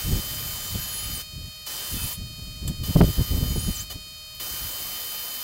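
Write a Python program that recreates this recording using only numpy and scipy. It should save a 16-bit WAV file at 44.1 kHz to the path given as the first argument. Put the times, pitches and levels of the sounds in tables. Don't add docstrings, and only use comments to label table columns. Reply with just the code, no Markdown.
import sys
import numpy as np
from scipy import signal
from scipy.fft import rfft, irfft, next_fast_len
from scipy.io import wavfile
from scipy.ndimage import uniform_filter1d, map_coordinates

SR = 44100
rng = np.random.default_rng(int(sys.argv[2]) if len(sys.argv) > 2 else 0)


def transcribe(u):
    v = np.clip(np.atleast_2d(u).T, -1, 1)
    q = np.round(v * 32767).astype(np.int16)
    wavfile.write(sys.argv[1], SR, q)


N = 239551

# start and end in seconds,
# relative hiss and sizzle levels in dB, growth of the sizzle in dB per second.
CUTS = [(-.1, 1.213, -32.5, -30.5, -1.5), (1.663, 2.129, -33, -36.5, 20.5), (2.675, 2.68, -33.5, -35, 0),
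        (2.833, 3.826, -35.5, -32.5, -2), (3.899, 3.923, -35, -45, -4), (4.346, 4.35, -47, -34, 0),
        (4.397, 5.5, -33.5, -29, 1)]


def tool_whine(free_db, loaded_db, air_db):
    # multiple of the pitch, relative level in dB.
    free_harmonics = [(1, -15.5), (2, -12.5), (3, -24.5), (4, -5), (5, 1), (6, -3.5), (7, 2.5), (8, -2),
                      (9, -14), (10, -13.5), (11, -10), (12, -11.5), (13, -17), (14, -35), (15, -23),
                      (16, -16), (17, -19), (18, -31), (19, -14), (20, -18), (21, -16), (22, -23),
                      (23, -20), (24, -17), (25, -23)]
    loaded_harmonics = [(1, -19), (2, -8.5), (3, -14), (4, -11.5), (5, 3.5), (6, -6), (7, -1), (8, 0.5),
                        (9, -35), (10, -11), (11, -9.5)]
    # frequency in Hz, relative level in dB.
    air_spectrum = [(60, -13), (300, -3.5), (900, -1.5), (2000, -0.5), (4200, 2.5), (6000, 3), (10000, 1),
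                    (15500, 1.5)]
    free_hz, full_load_db = 621.5, -36
    sag_hz, sag_hz_per_s = 7.3, 1.7
    catch_hz, catch_s = 15, 0.01706
    load, catch, sag = np.zeros((3, N))
    for start, end, hiss_db, *_ in CUTS:
        force = min(amp(hiss_db - full_load_db), 1)
        cutting = force * gate(start, end, attack=0.0018, release=0.0037)
        load += cutting
        sag += cutting * (sag_hz + sag_hz_per_s * (clock() - start))
        catch += force * gate(start, min(end, start + catch_s), attack=0.002, release=0.00266)
    pitch = free_hz - sag - catch_hz * catch
    phase = 2 * np.pi * np.cumsum(pitch) / SR + 0.018 * wobble(130)
    free = amp(free_db) * pulses(free_harmonics, phase, smear=0.031)
    bark_db = 2.0 * catch
    flutter_db = 0.72 * wobble(45)
    shaken_phase = phase + 0.048 * wobble(70)
    loaded = amp(loaded_db + bark_db + flutter_db) * pulses(loaded_harmonics, shaken_phase, smear=0.032)
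    air = noise(air_spectrum)
    last_cycle = np.interp(clock() - 1 / pitch, clock(), air)
    rush = amp(air_db) * unit(air + 0.22 * last_cycle)
    return (1 - load) * free + load * loaded + rush


def pulses(harmonics, phase, smear):
    return unit(sum(amp(db) * np.cos(round(k) * phase - smear * k * k) for k, db in harmonics))


def cutting_hiss(sizzle_gain_db, grain_db):
    # frequency in Hz, relative level in dB.
    hiss_spectrum = [(80, -9.5), (300, -3), (900, -3), (1500, -3.5), (3000, -2), (7000, 0), (11000, -2),
                     (15500, 0.5)]
    sizzle_spectrum = [(7000, -27.5), (11000, -9.5), (12800, -4), (14500, -2), (15700, -4.5)]
    fade_db_per_s = 2
    hiss_level, sizzle_level = np.zeros((2, N))
    for start, end, hiss_db, sizzle_db, growth in CUTS:
        cutting = gate(start, end, attack=0.0014, release=0.018)
        age = np.clip(clock(), start, end) - start
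        hiss_level += cutting * amp(hiss_db - fade_db_per_s * age)
        sizzle_level += cutting * amp(sizzle_db + sizzle_gain_db + growth * age)
    hiss = hiss_level * patchy(noise(hiss_spectrum), depth_db=2.0)
    sizzle = sizzle_level * patchy(noise(sizzle_spectrum), depth_db=1.5)
    return amp(grain_db * wobble(400)) * (hiss + sizzle)


def cutting_squeals(gain_db, tremble, waver, slide_waver):
    # (time in seconds, pitch in Hz).
    squeals = [ (-46, [(0, 6700), (.22, 6840)]), (-44.5, [(0, 14900), (.21, 15000)]), (-41, [(.26, 11800),
               (.53, 12050)]), (-45, [(.5, 7180), (.8, 7300)]), (-46, [(.28, 14300), (.55, 14300)]),
               (-44, [(.81, 6870), (1.15, 6760)]), (-38, [(.8, 12300), (.825, 11400), (.9, 11400),
               (.945, 10400), (.965, 11100), (1.025, 9900), (1.07, 11600)]), (-37.5, [(1.115, 12900),
               (1.135, 12400), (1.15, 9900), (1.183, 8150)]), (-43, [(1.97, 2600), (2.06, 2540)]),
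               (-30, [(2.675, 7400), (2.679, 7670)]), (-47, [(2.86, 13350), (2.95, 12900), (3.27, 12830)]),
               (-43.5, [(3.03, 14600), (3.27, 13930), (3.44, 12740)]), (-40.5, [(3.44, 12600),
               (3.47, 12000), (3.52, 12300), (3.6, 8650), (3.63, 10500), (3.66, 9600), (3.7, 11400)]),
               (-45, [(3.45, 6920), (3.72, 6690)]), (-38, [(3.7, 9780), (3.73, 9000), (3.79, 5500),
               (3.815, 7500)]), (-43, [(4.42, 14360), (4.5, 15100), (4.6, 13700), (4.72, 13200)]),
               (-48, [(4.72, 13200), (5.2, 12900)]), ]
    db_per_octave, stutter_db = 9, 4.5
    out = np.zeros(N)
    for db, path in squeals:
        hz, = curves(path)
        middle_hz = np.mean(path, axis=0)[1]
        swell_db = db_per_octave * np.log2(middle_hz / hz)
        slide = min(np.ptp(hz) / np.max(hz), 0.25)
        unsteady = waver + slide_waver * slide ** 2
        sounding = gate(path[0][0], path[-1][0], attack=0.0014, release=0.007)
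        stutter = unit(amp(stutter_db * np.tanh(wobble(55))))
        tone = rough_tone(hz * (1 + unsteady * wobble(140)), tremble, flicker_db=1.0)
        out += sounding * stutter * amp(db + gain_db + swell_db) * tone
    return out


def ringing_screech(tremble, swell_db):
    # frequency in Hz, relative level in dB.
    ring_tones = [(3520, 1), (6150, -12), (6760, -3), (7500, 1), (8020, -9), (8540, -1.5), (9170, 4.5),
                  (10600, 6), (11000, 1), (11500, 2), (12300, 0), (13350, 2), (14000, 1), (15000, -3)]
    # start in seconds, end in seconds, level in dB.
    screeches = [(1.873, 2.156, -39), (2.676, 2.68, -32)]
    ringing = np.zeros(N)
    for hz, db in ring_tones:
        strength = amp(db + swell_db * wobble(18))
        ringing += strength * rough_tone(hz * (1 + 0.003 * wobble(11)), tremble, flicker_db=11)
    level = sum(amp(db) * gate(start, end, attack=0.0018, release=0.0077) for start, end, db in screeches)
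    return level * unit(ringing)


def rough_tone(hz, tremble, flicker_db):
    phase = 2 * np.pi * np.cumsum(hz * (1 + tremble * wobble(1200))) / SR
    return unit(amp(flicker_db * np.tanh(wobble(110))) * np.sin(phase))


def wind(swirl_db, rumble_db, eddy_db, eddy_growth, lump_db, blast_db, blast_growth):
    # time in seconds, strength in dB.
    breeze_levels = [(0, -42.5), (.9, -42.5), (1.3, -47.5), (1.65, -51.5), (2.04, -43.5), (2.48, -40),
                     (2.6, -33), (3.3, -28.5), (3.72, -30), (3.86, -42.5), (4.28, -53), (4.7, -46),
                     (5.4, -59)]
    # middle and half length in seconds, strength in dB.
    gust_peaks = [(0.082, 0.029, -22.5), (0.147, 0.038, -19.5), (.4, .11, -37), (0.756, 0.037, -28),
                  (1.095, 0.062, -32.5), (1.408, 0.071, -34.5), (1.955, 0.036, -29.5), (2.041, 0.024, -28),
                  (2.213, 0.042, -31), (2.414, 0.036, -36), (2.693, 0.021, -25.5), (2.816, 0.024, -27),
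                  (2.903, 0.011, -22), (2.963, 0.0075, -6.5), (2.989, 0.01, -13.5), (3.013, 0.0062, -2.5),
                  (3.029, 0.018, -8.5), (3.085, 0.024, -20), (3.201, 0.021, -16), (3.337, 0.031, -20),
                  (3.437, 0.015, -20), (3.512, 0.014, -20.5), (3.572, 0.015, -19.5), (3.691, 0.023, -21.5),
                  (3.963, 0.02, -38), (4.532, .018, -38.5), (4.639, .03, -35.5)]
    # frequency in Hz, relative level in dB.
    rumble_spectrum = [(10, -29), (25, -3), (50, 3), (110, -0.5), (180, -11.5), (300, -25.5), (600, -49),
                       (1500, -91)]
    eddy_spectrum = [(60, -13), (160, 8.5), (240, 2.5), (400, -7.5), (650, -16), (1200, -30), (3000, -65)]
    blast_spectrum = [(20, -35), (60, -8.5), (130, 3), (250, -7), (450, -14.5), (800, -31.5), (1500, -45.5),
                      (4000, -75)]
    breeze_db, = curves(breeze_levels)
    breeze = amp(breeze_db + swirl_db * wobble(15))
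    gusts = [amp(db) * np.exp(-0.5 * np.abs((clock() - s) / half) ** 3) for s, half, db in gust_peaks]
    flow = np.hypot(breeze, np.max(gusts, axis=0))
    capped_flow = np.minimum(flow, amp(-13))
    rumble = amp(rumble_db) * capped_flow * even(noise(rumble_spectrum), span=0.055)
    eddies = amp(eddy_db + lump_db * wobble(70)) * capped_flow ** eddy_growth * noise(eddy_spectrum)
    blast = amp(blast_db) * flow ** blast_growth * even(noise(blast_spectrum), span=0.0216)
    return rumble + eddies + blast


def amp(db):
    return 10 ** (np.asarray(db) / 20)


def unit(x):
    return x / np.sqrt(np.mean(x ** 2) + 1e-20)


def clock():
    return np.arange(N) / SR


def curves(rows):
    times, *columns = np.transpose(rows)
    return [np.interp(clock(), times, column) for column in columns]


def wobble(rate):
    return map_coordinates(rng.standard_normal(int(N * rate / SR) + 4), [clock() * rate])


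def filtered(x, response):
    size = next_fast_len(N + SR // 4)
    return irfft(rfft(x, size) * response(np.fft.rfftfreq(size, 1 / SR)), size)[..., :N]


def noise(spectrum):
    f, db = np.transpose(spectrum)
    white = rng.standard_normal(N)
    return unit(filtered(white, lambda hz: amp(np.interp(np.log(hz + 1), np.log(f), db))))


def patchy(x, depth_db):
    spectra = signal.stft(x, nperseg=1024)[2]
    patches = uniform_filter1d(rng.standard_normal(spectra.shape), size=3, axis=0)
    patches = uniform_filter1d(patches, size=6, axis=1)
    return unit(signal.istft(spectra * amp(depth_db * unit(patches)), nperseg=1024)[1][:N])


def even(x, span):
    return x / np.sqrt(np.abs(uniform_filter1d(x ** 2, int(span * SR) + 1)) + 1e-3)


def gate(start, end, attack, release):
    t = clock()
    return (1 - np.exp(-np.maximum(t - start, 0) / attack)) * np.exp(-np.maximum(t - end, 0) / release)


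def scene():
    tool = tool_whine(free_db=-42.0, loaded_db=-38.5, air_db=-47.5)
    tool += cutting_hiss(sizzle_gain_db=-5.5, grain_db=0.86)
    tool += ringing_screech(tremble=0.011, swell_db=3.5)
    tool += cutting_squeals(gain_db=-1.5, tremble=0.0116, waver=0.00303, slide_waver=0.33)
    mono = tool + wind(swirl_db=3.0, rumble_db=-2.5, eddy_db=-9.5, eddy_growth=1.202, lump_db=5.5,
                       blast_db=6, blast_growth=1.92)
    return np.array([mono, mono])


def record(dry):
    ceiling, hardness, top_hz = 0.355, 6, 15800
    clipped = dry / (1 + np.abs(dry / ceiling) ** hardness) ** (1 / hardness)
    return filtered(clipped, lambda hz: hz < top_hz)


dry = scene()
out = record(dry)
transcribe(out)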